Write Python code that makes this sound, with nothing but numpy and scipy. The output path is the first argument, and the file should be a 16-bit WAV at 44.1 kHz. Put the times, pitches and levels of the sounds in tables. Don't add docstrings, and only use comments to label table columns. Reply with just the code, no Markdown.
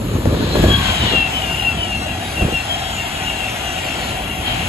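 import sys
import numpy as np
from scipy import signal
from scipy.fft import rfft, irfft, next_fast_len
from scipy.io import wavfile
from scipy.ndimage import uniform_filter1d, minimum_filter1d

SR = 44100
rng = np.random.default_rng(int(sys.argv[2]) if len(sys.argv) > 2 else 0)


def waveform_to_disk(signal):
    frames = np.transpose(np.atleast_2d(signal))
    scaled = np.clip(frames, -1, 1) * 32767
    samples = np.round(scaled).astype(np.int16)
    wavfile.write(sys.argv[1], SR, samples)


N = 206768
TIME, FREQS = np.arange(N) / SR, np.fft.rfftfreq(N, 1 / SR)

SPEED, DISTANCE, SOUND_SPEED = 56., 20., 343.
JOINT_S, COACH_S, BOGIE_S = 1.36, .452, .07
PORT_GAP = 0.032
EQUAL_BELOW_HZ, EDGE_HZ = 220, 16000
RAIL_NOTE_HZ = 3300

# time in seconds, relative rumble in dB,
# relative buffeting in dB.
BREEZE = [(0, -24, -26), (.5, -20, -23), (.95, -24, -33), (1.4, -25.5, -32), (2.2, -27, -32),
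          (2.7, -29, -36.5), (3.6, -30.5, -33.5), (4.3, -27.5, -31), (4.69, -24, -33.5)]
# strongest moment in seconds, half length in seconds,
# relative rumble in dB, relative buffeting in dB.
GUSTS = [(0.156, 0.018, -13, -24), (0.273, 0.018, -9.5, -22.5), (0.33, 0.02, -15, -19),
         (0.404, 0.01, -14.5, -23), (0.439, 0.015, -14, -27), (0.557, 0.014, -26, -17),
         (0.596, 0.018, -10.5, -22), (0.637, 0.0092, -10.5, -18), (0.675, 0.021, -10, -18.5),
         (0.718, 0.015, -12.5, -20), (.741, 0.011, -15, -30), (0.776, 0.04, -19, -45),
         (0.909, 0.013, -20, -30), (1.045, 0.037, -18, -26.5), (1.137, 0.018, -24.5, -19),
         (1.19, 0.022, -19, -31), (2.388, 0.014, -27, -25), (2.429, 0.0083, -12, -20),
         (2.456, 0.011, -14.5, -19.5), (2.541, 0.011, -21.5, -34)]
# start in seconds, starting level in dB, decay time in seconds.
SLAPS = [(0.256, -11.5, 0.013), (.567, -12.5, 0.012), (0.638, -8, 0.017), (2.408, -20.5, 0.018),
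         (2.443, -20, 0.013), (2.481, -16, 0.014), (2.523, -16, 0.008)]
# frequency in Hz, relative spectral level in dB.
RUMBLE_SPECTRUM = [(15, -38), (30, -27), (48, -3), (62, 0), (95, -2), (130, -5), (190, -8), (300, -15),
                   (600, -61)]
BUFFET_SPECTRUM = [(90, -33), (180, -2.5), (250, -0.5), (350, -2.5), (520, -11), (700, -16.5),
                   (1100, -15.5), (3000, -40)]
GUST_SPECTRUM = [(200, -32), (350, 1.5), (600, 0.5), (740, -13.5), (1100, -50), (3000, -46), (6000, -66)]

# frequency in Hz, width in Hz, relative level in dB.
LOADED_RAIL_MODES = [(670, 19, -39), (750, 12.7, -35), (1374, 12, -46.5), (1488, 11, -45),
                     (1644, 11, -47.5), (1914, 16, -45), (2784, 17, -40.5), (3287, 41, -38.5),
                     (6330, 22, -53)]
# frequency in Hz, width in Hz, relative level in dB.
SINGING_MODES = [(3340, 29, -55), (4250, 50, -40.5), (6630, 16, -41.5), (7300, 37, -40.5), (11000, 35, -43),
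                 (11740, 19, -41)]
# time in seconds, gain in dB.
SINGING_SWELL = [(0, -12), (.14, -9), (.4, -12), (.68, -2.5), (.9, -7), (1.25, -22), (1.8, -42)]
# loudest moment in seconds, pitch in Hz, level in dB,
# half length in seconds.
RAIL_FLARES = [(0.426, 4180, -35.5, 0.029), (0.535, 4170, -28, 0.02), (0.62, RAIL_NOTE_HZ, -34.5, 0.13),
               (0.739, RAIL_NOTE_HZ, -17, 0.0342), (2.893, RAIL_NOTE_HZ, -30.5, 0.023)]

# time abreast in seconds, emitted pitch in Hz, relative level in dB,
# extra level thrown ahead in dB.
NOSE_HUM = [(.96, 1480, -36, 5), (1.02, 1009, -34, 1), (1.3, 609, -44.5, 5)]
# metres past the microphone, gain in dB.
NOSE_BEAM = [(-29, -9.5), (-17, 4.5), (4, -8.5), (6, -25)]
# nominal pitch in Hz, relative level in dB.
DRONE_TONES = [(690, -40), (790, -39), (11000, -51.5)]

WHEEL_MODES = np.array([2870, 3605, 7200])
# loudest moment in seconds, approximate heard pitch in Hz,
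# relative level in dB, half length in seconds.
SQUEALS = [(.9, 3220, -17, 0.05), (1.05, 2980, -18.5, 0.053), (1.057, 3700, -25, 0.047),
           (1.15, 3290, -18.5, 0.064), (1.185, 2744, -13.5, 0.038), (1.255, 2726, -17, 0.023),
           (1.382, 3020, -19, 0.037), (1.47, 2795, -21.5, 0.033), (1.535, 2787, -21, 0.037),
           (1.6, 2900, -22.5, 0.044), (1.668, 2746, -14.5, 0.032), (1.818, 3000, -21, 0.03),
           (1.94, 2760, -17.5, 0.035), (2.1, 2750, -25.5, 0.045), (2.255, 3730, -27, 0.021),
           (2.402, 2735, -17.5, 0.024), (2.571, 2740, -15, 0.023), (2.72, 3200, -18, 0.019),
           (2.97, 6950, -33.5, 0.045), (2.99, 2764, -22.5, 0.028), (3.292, 2800, -22, 0.025),
           (3.43, 2720, -26, 0.042), (3.69, 2795, -23.5, 0.026), (3.78, 2800, -30.5, 0.051),
           (3.9, 2730, -21, 0.029), (4.13, 2790, -30, .03), (4.31, 2790, -25, 0.018),
           (4.49, 3180, -20.5, 0.033), (4.62, 2780, -29, 0.031)]
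# relative squeal level in dB,
# fuzz as a ratio.
HOARSENESS = [(-24, .65), (-16, .25)]

# time in seconds, relative roar in dB, relative rasp in dB.
ROLLING = [(0.0, -45, -53), (0.14, -39, -45.5), (0.21, -43.5, -48.5), (0.43, -37.5, -37.5),
           (0.74, -29, -35), (0.77, -31, -35), (0.9, -24.5, -33), (0.93, -28, -38), (1.1, -27, -32),
           (1.25, -30.5, -42.5), (1.83, -35, -45.5), (3.63, -31, -44.5), (3.8, -32, -43), (4.06, -31, -41),
           (4.4, -35, -50.5), (4.48, -28, -38), (4.69, -29, -46)]
# time in seconds, relative level in dB.
HISSING = [(0.0, -47), (0.47, -40.5), (0.65, -33.5), (0.8, -39), (0.85, -32), (1.12, -35), (1.25, -40),
           (1.3, -35.5), (1.94, -38.5), (2.72, -36.5), (2.97, -36), (3.06, -36.5), (4.1, -35.5),
           (4.26, -42), (4.69, -35.5)]
# time in seconds, relative level in dB.
FIZZING = [(0, -45), (.45, -48.5), (.67, -41), (1.1, -44), (1.27, -48.5), (1.52, -40), (1.75, -46),
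           (2.18, -45.5), (2.35, -39.5), (2.62, -45), (2.85, -43.5), (4.08, -42), (4.69, -42)]
# time in seconds, share of modes from 0 to 1.
MODE_SHARE = [(.5, 0), (1.15, .6), (1.4, 1), (4.3, 1), (4.5, .5)]
# frequency in Hz, relative spectral level in dB.
ROAR_SPECTRUM = [(250, -28), (550, -1.5), (900, 3.5), (1200, -2), (1700, -2.5), (2050, 1.5), (2250, 4),
                 (2500, 5.5), (3100, 6), (3600, -11.5), (5000, -50)]
RASP_SPECTRUM = [(1800, 4.5), (2700, -32), (3300, 6.5), (3700, 12.5), (4100, 13), (4600, 3.5), (5400, -7),
                 (7000, -58)]
HISS_SPECTRUM = [(4000, -2), (5500, 2), (6300, 4), (7200, 5), (8200, 5.5), (9300, -7.5), (10200, -25)]
FIZZ_SPECTRUM = [(8800, -42), (9800, 10.5), (12500, -3), (13800, -5), (15500, -27)]

# frequency in Hz, difference in dB.
BALANCE = [(450, 1), (740, 3.5), (1220, 5.5), (2010, 5.5), (3200, 6.5), (4200, 0), (5500, 0)]
# frequency in Hz, phase in radians.
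PORT_PHASE = [(700, -1), (1600, -1.5), (2300, -.6), (2750, .4), (3150, 2.4), (3450, .1), (4200, -.6),
              (6200, -5.3), (7400, -6.5), (8500, -9.4), (9500, -9.5), (11800, -12.7), (13100, -15.7)]


def amp(db):
    return 10 ** (np.asarray(db) / 20)


def unit(x):
    return x / np.sqrt(np.mean(x ** 2) + 1e-20)


def curve(rows, at, axis=1):
    rows = np.array(rows)
    return np.interp(at, rows[:, 0], rows[:, axis])


def spectrum(points):
    hz, db = np.transpose(points)
    return amp(np.interp(np.log(FREQS + 1), np.log(hz), db))


def coloured(x, gain):
    size = next_fast_len(N)
    gain = np.interp(np.fft.rfftfreq(size, 1 / SR), FREQS, gain)
    return unit(irfft(rfft(x, size) * gain, size)[..., :N])


def drift(rate_hz, size=N):
    steps = np.arange(size) / SR * rate_hz
    return unit(np.interp(steps, np.arange(4000), rng.standard_normal(4000)))


def ports(likeness):
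    shared, apart = rng.standard_normal((2, N))
    c = np.clip(likeness, -1, 1)
    return np.sqrt((1 + c) / 2) * shared + np.sqrt((1 - c) / 2) * np.array([apart, -apart])


def steadied(x, size):
    power = uniform_filter1d((x ** 2).mean(axis=0), size)
    return unit(x / (power + 1e-3) ** .35)


def swell(t, half_s):
    return np.exp(-np.minimum((t / half_s) ** 2, 60) / 2)


def flyby(abreast_s):
    own = np.linspace(-1.3, .8, 300)
    place = SPEED * own
    reach = np.hypot(place, DISTANCE)
    arrival = abreast_s + own + (reach - DISTANCE) / SOUND_SPEED
    lag = PORT_GAP / SOUND_SPEED * place / reach
    span = slice(*np.searchsorted(TIME, arrival[[0, -1]]))
    heard = np.array([np.interp(TIME[span], arrival + side * lag / 2, own) for side in (1, -1)])
    faded_loss = signal.windows.tukey(len(own), .3) * DISTANCE / reach
    loss = np.interp(TIME[span], arrival, faded_loss)
    return span, SPEED * heard[0], heard, loss


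def bogie_times():
    joints = JOINT_S + COACH_S * np.arange(-1, 9)
    return np.concatenate([joints - BOGIE_S, joints + BOGIE_S])


def shaken_tone(hz, heard, fuzz, fuzz_hz=190.9, waver_db=1.87, waver_hz=28.7, scatter=0.12):
    size = heard.shape[1]
    ring = 1 + fuzz * (drift(fuzz_hz, size) + 1j * drift(fuzz_hz, size))
    ballast = scatter * np.array([drift(fuzz_hz, size) + 1j * drift(fuzz_hz, size) for port in heard])
    carrier = np.exp(2j * np.pi * hz * heard)
    return amp(waver_db * drift(waver_hz, size)) * ((ring + ballast) * carrier).real


def air_force():
    power = amp([curve(BREEZE, TIME, axis=1), curve(BREEZE, TIME, axis=2)]) ** 2
    for s, half_s, *levels_db in GUSTS:
        power = power + np.outer(amp(levels_db), swell(TIME - s, half_s)) ** 2
    return np.sqrt(power)


def wind(rumble_db=-1.5, buffet_db=-1.5, lump_db=1.84, lump_hz=24.8, eddy_db=3.5, eddy_hz=111.5,
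         strong_db=-13.5, sharpening=0.54):
    push, force = air_force()
    eddies = amp(eddy_db * drift(eddy_hz))
    rumble = steadied(coloured(ports(likeness=0.987), spectrum(RUMBLE_SPECTRUM)), size=1500)
    rumble = rumble * amp(lump_db * drift(lump_hz))
    buffet = steadied(coloured(ports(likeness=0.89) * eddies, spectrum(BUFFET_SPECTRUM)), size=1300)
    gust = steadied(coloured(ports(likeness=0.58) * eddies, spectrum(GUST_SPECTRUM)), size=1300)
    gust = gust * (force / amp(strong_db)) ** sharpening
    return rumble * amp(rumble_db) * push + (buffet + gust) * amp(buffet_db) * force


def slaps():
    strength = sum(amp(db) * (TIME > s) * np.exp(-abs(TIME - s) / decay) for s, db, decay in SLAPS)
    colour = spectrum(BUFFET_SPECTRUM) + spectrum(GUST_SPECTRUM)
    return steadied(coloured(ports(likeness=0.88), colour), size=300) * strength


def ringing(modes, likeness):
    power = sum(amp(db) ** 2 / width / (1 + ((FREQS - hz) / width) ** 2) ** 2 for hz, width, db in modes)
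    total = np.linalg.norm(amp(np.array(modes)[:, 2]))
    return coloured(ports(likeness), np.sqrt(power)) * total


def rails(onset_s=0.66, rise_db_per_s=35.0):
    loaded = amp(rise_db_per_s * np.minimum(TIME - onset_s, 0))
    singing = ringing(SINGING_MODES, likeness=0.82) * amp(curve(SINGING_SWELL, TIME))
    return ringing(LOADED_RAIL_MODES, likeness=0.022) * loaded + singing


def rail_flares(fuzz=0.49):
    out = np.zeros((2, N))
    for s, hz, level_db, half_s in RAIL_FLARES:
        flare = swell(TIME - s, half_s)
        audible = np.flatnonzero(flare > .003)
        tone = shaken_tone(hz, np.array([TIME[audible]] * 2), fuzz)
        out[:, audible] += amp(level_db) * flare[audible] * tone
    return out


def nose_hum(fuzz=0.76, ahead_m=3.5):
    out = np.zeros((2, N))
    for s, hz, db, ahead_db in NOSE_HUM:
        span, place, heard, loss = flyby(s)
        level = db + curve(NOSE_BEAM, place) + ahead_db * np.clip(-place / ahead_m, 0, 1)
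        out[:, span] += amp(level) * loss * shaken_tone(hz, heard, fuzz)
    return out


def bogie_drone(width_hz=170., focus=4.7, spread=0.04, waver_db=4.0, waver_hz=21.95):
    out = np.zeros((2, N))
    for s in bogie_times():
        span, place, heard, loss = flyby(s)
        for hz, db in DRONE_TONES:
            hoarse = drift(width_hz, len(loss)) + 1j * drift(width_hz, len(loss))
            pitch = hz * (1 + spread * rng.uniform(-0.997, 1))
            level = amp(db + waver_db * drift(waver_hz, len(loss))) * loss ** focus
            out[:, span] += level * (hoarse * np.exp(2j * np.pi * pitch * heard)).real
    return out


def faint_squeals(db=-33.5, half_s=0.017, pitch_hz=2790., spread=.03, count=30):
    when, shift = rng.random((count, 2)).T
    progress = np.sqrt((np.arange(count) + when) / count)
    times = JOINT_S + (N / SR - JOINT_S) * progress
    pitches = pitch_hz * (1 + spread * (2 * shift - 1))
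    return [(s, hz, db, half_s) for s, hz in zip(times, pitches)]


def wheel_squeals(db=-2., linger_db=-19., linger_s=.09):
    out, mach = np.zeros((2, N)), SPEED / SOUND_SPEED
    for s, heard_hz, level_db, half_s in list(SQUEALS) + faint_squeals():
        mode_hz = WHEEL_MODES[np.argmin(abs(WHEEL_MODES * (1 + mach / 2) - heard_hz))]
        bearing = np.arcsin(np.clip((mode_hz / heard_hz - 1) / mach, -.93, .93))
        past_s = DISTANCE * (np.tan(bearing) / SPEED + (1 / np.cos(bearing) - 1) / SOUND_SPEED)
        span, place, heard, loss = flyby(s - past_s)
        flare = swell(TIME[span] - s, half_s) + amp(linger_db) * swell(TIME[span] - s, linger_s)
        audible = np.flatnonzero(flare > .003)
        fuzz = curve(HOARSENESS, level_db)
        tone = shaken_tone(mode_hz, heard[:, audible], fuzz) / np.sqrt(1 + 2 * fuzz ** 2)
        out[:, span.start + audible] += amp(db + level_db) * flare[audible] * tone
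    return out


def wheel_rush(ripple_db=10.0, mode_hz=49.9, focus=1.5, diffuse=0.53, fading_db=6.5, fading_hz=14.,
               size=131072):
    out, power = np.zeros((2, N)), np.zeros(N) + 1e-6
    hz = np.fft.rfftfreq(size, 1 / SR)
    mode_number = np.sqrt(hz * 2000) * 2 / mode_hz
    for s in bogie_times():
        modes = np.interp(mode_number, np.arange(2000), rng.standard_normal(2000))
        shaped = rfft(rng.standard_normal(size)) * amp(ripple_db * np.minimum(modes, 1))
        noise = unit(irfft(shaped, 2 * size))
        span, place, heard, loss = flyby(s)
        share = loss ** focus * amp(fading_db * drift(fading_hz, len(loss)))
        out[:, span] += share * np.interp(heard * 2 * SR + size, np.arange(2 * size), noise)
        power[span] += share ** 2
    clear = curve(MODE_SHARE, TIME)
    covering = np.sqrt(diffuse ** 2 + 1 - clear ** 2) * ports(likeness=0)
    return clear * out / np.sqrt(power) + covering


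def rolling(roar_db=2.0, rasp_db=5.5, hiss_db=0.5, fizz_db=3.0, blur=0.32):
    rush = wheel_rush()
    blurred = rush + blur * ports(likeness=0)
    roar = coloured(rush, spectrum(ROAR_SPECTRUM)) * amp(roar_db + curve(ROLLING, TIME, axis=1))
    rasp = coloured(blurred, spectrum(RASP_SPECTRUM)) * amp(rasp_db + curve(ROLLING, TIME, axis=2))
    hiss = coloured(rush, spectrum(HISS_SPECTRUM)) * amp(hiss_db + curve(HISSING, TIME))
    fizz = coloured(rush, spectrum(FIZZ_SPECTRUM)) * amp(fizz_db + curve(FIZZING, TIME))
    return roar + rasp + hiss + fizz


def scene():
    air = wind() + slaps()
    track = rails() + rail_flares()
    train = nose_hum() + bogie_drone() + wheel_squeals() + rolling()
    return air + track + train


def limiter(x, size=441):
    needed = np.minimum(1, .92 / (abs(x).max(axis=0) + 1e-9))
    return x * uniform_filter1d(minimum_filter1d(needed, size), size)


def record(dry, merge_hz=5800.0):
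    left, right = rfft(dry)
    merge = np.pi / 2 / (1 + (merge_hz / (FREQS + 1)) ** 16)
    right = np.cos(merge) * right + np.sin(merge) * left
    tilt = amp(curve([(EQUAL_BELOW_HZ, 0)] + list(BALANCE), FREQS) / 2)
    turn = np.exp(-1j * curve([(EQUAL_BELOW_HZ, 0)] + list(PORT_PHASE), FREQS))
    heard = limiter(irfft(np.array([left * tilt, right * turn / tilt]), N))
    lowpass = signal.firwin(511, EDGE_HZ, window=("kaiser", 9), fs=SR)
    return signal.oaconvolve(heard, lowpass[None], "same")


dry = scene()
out = record(dry)
waveform_to_disk(out)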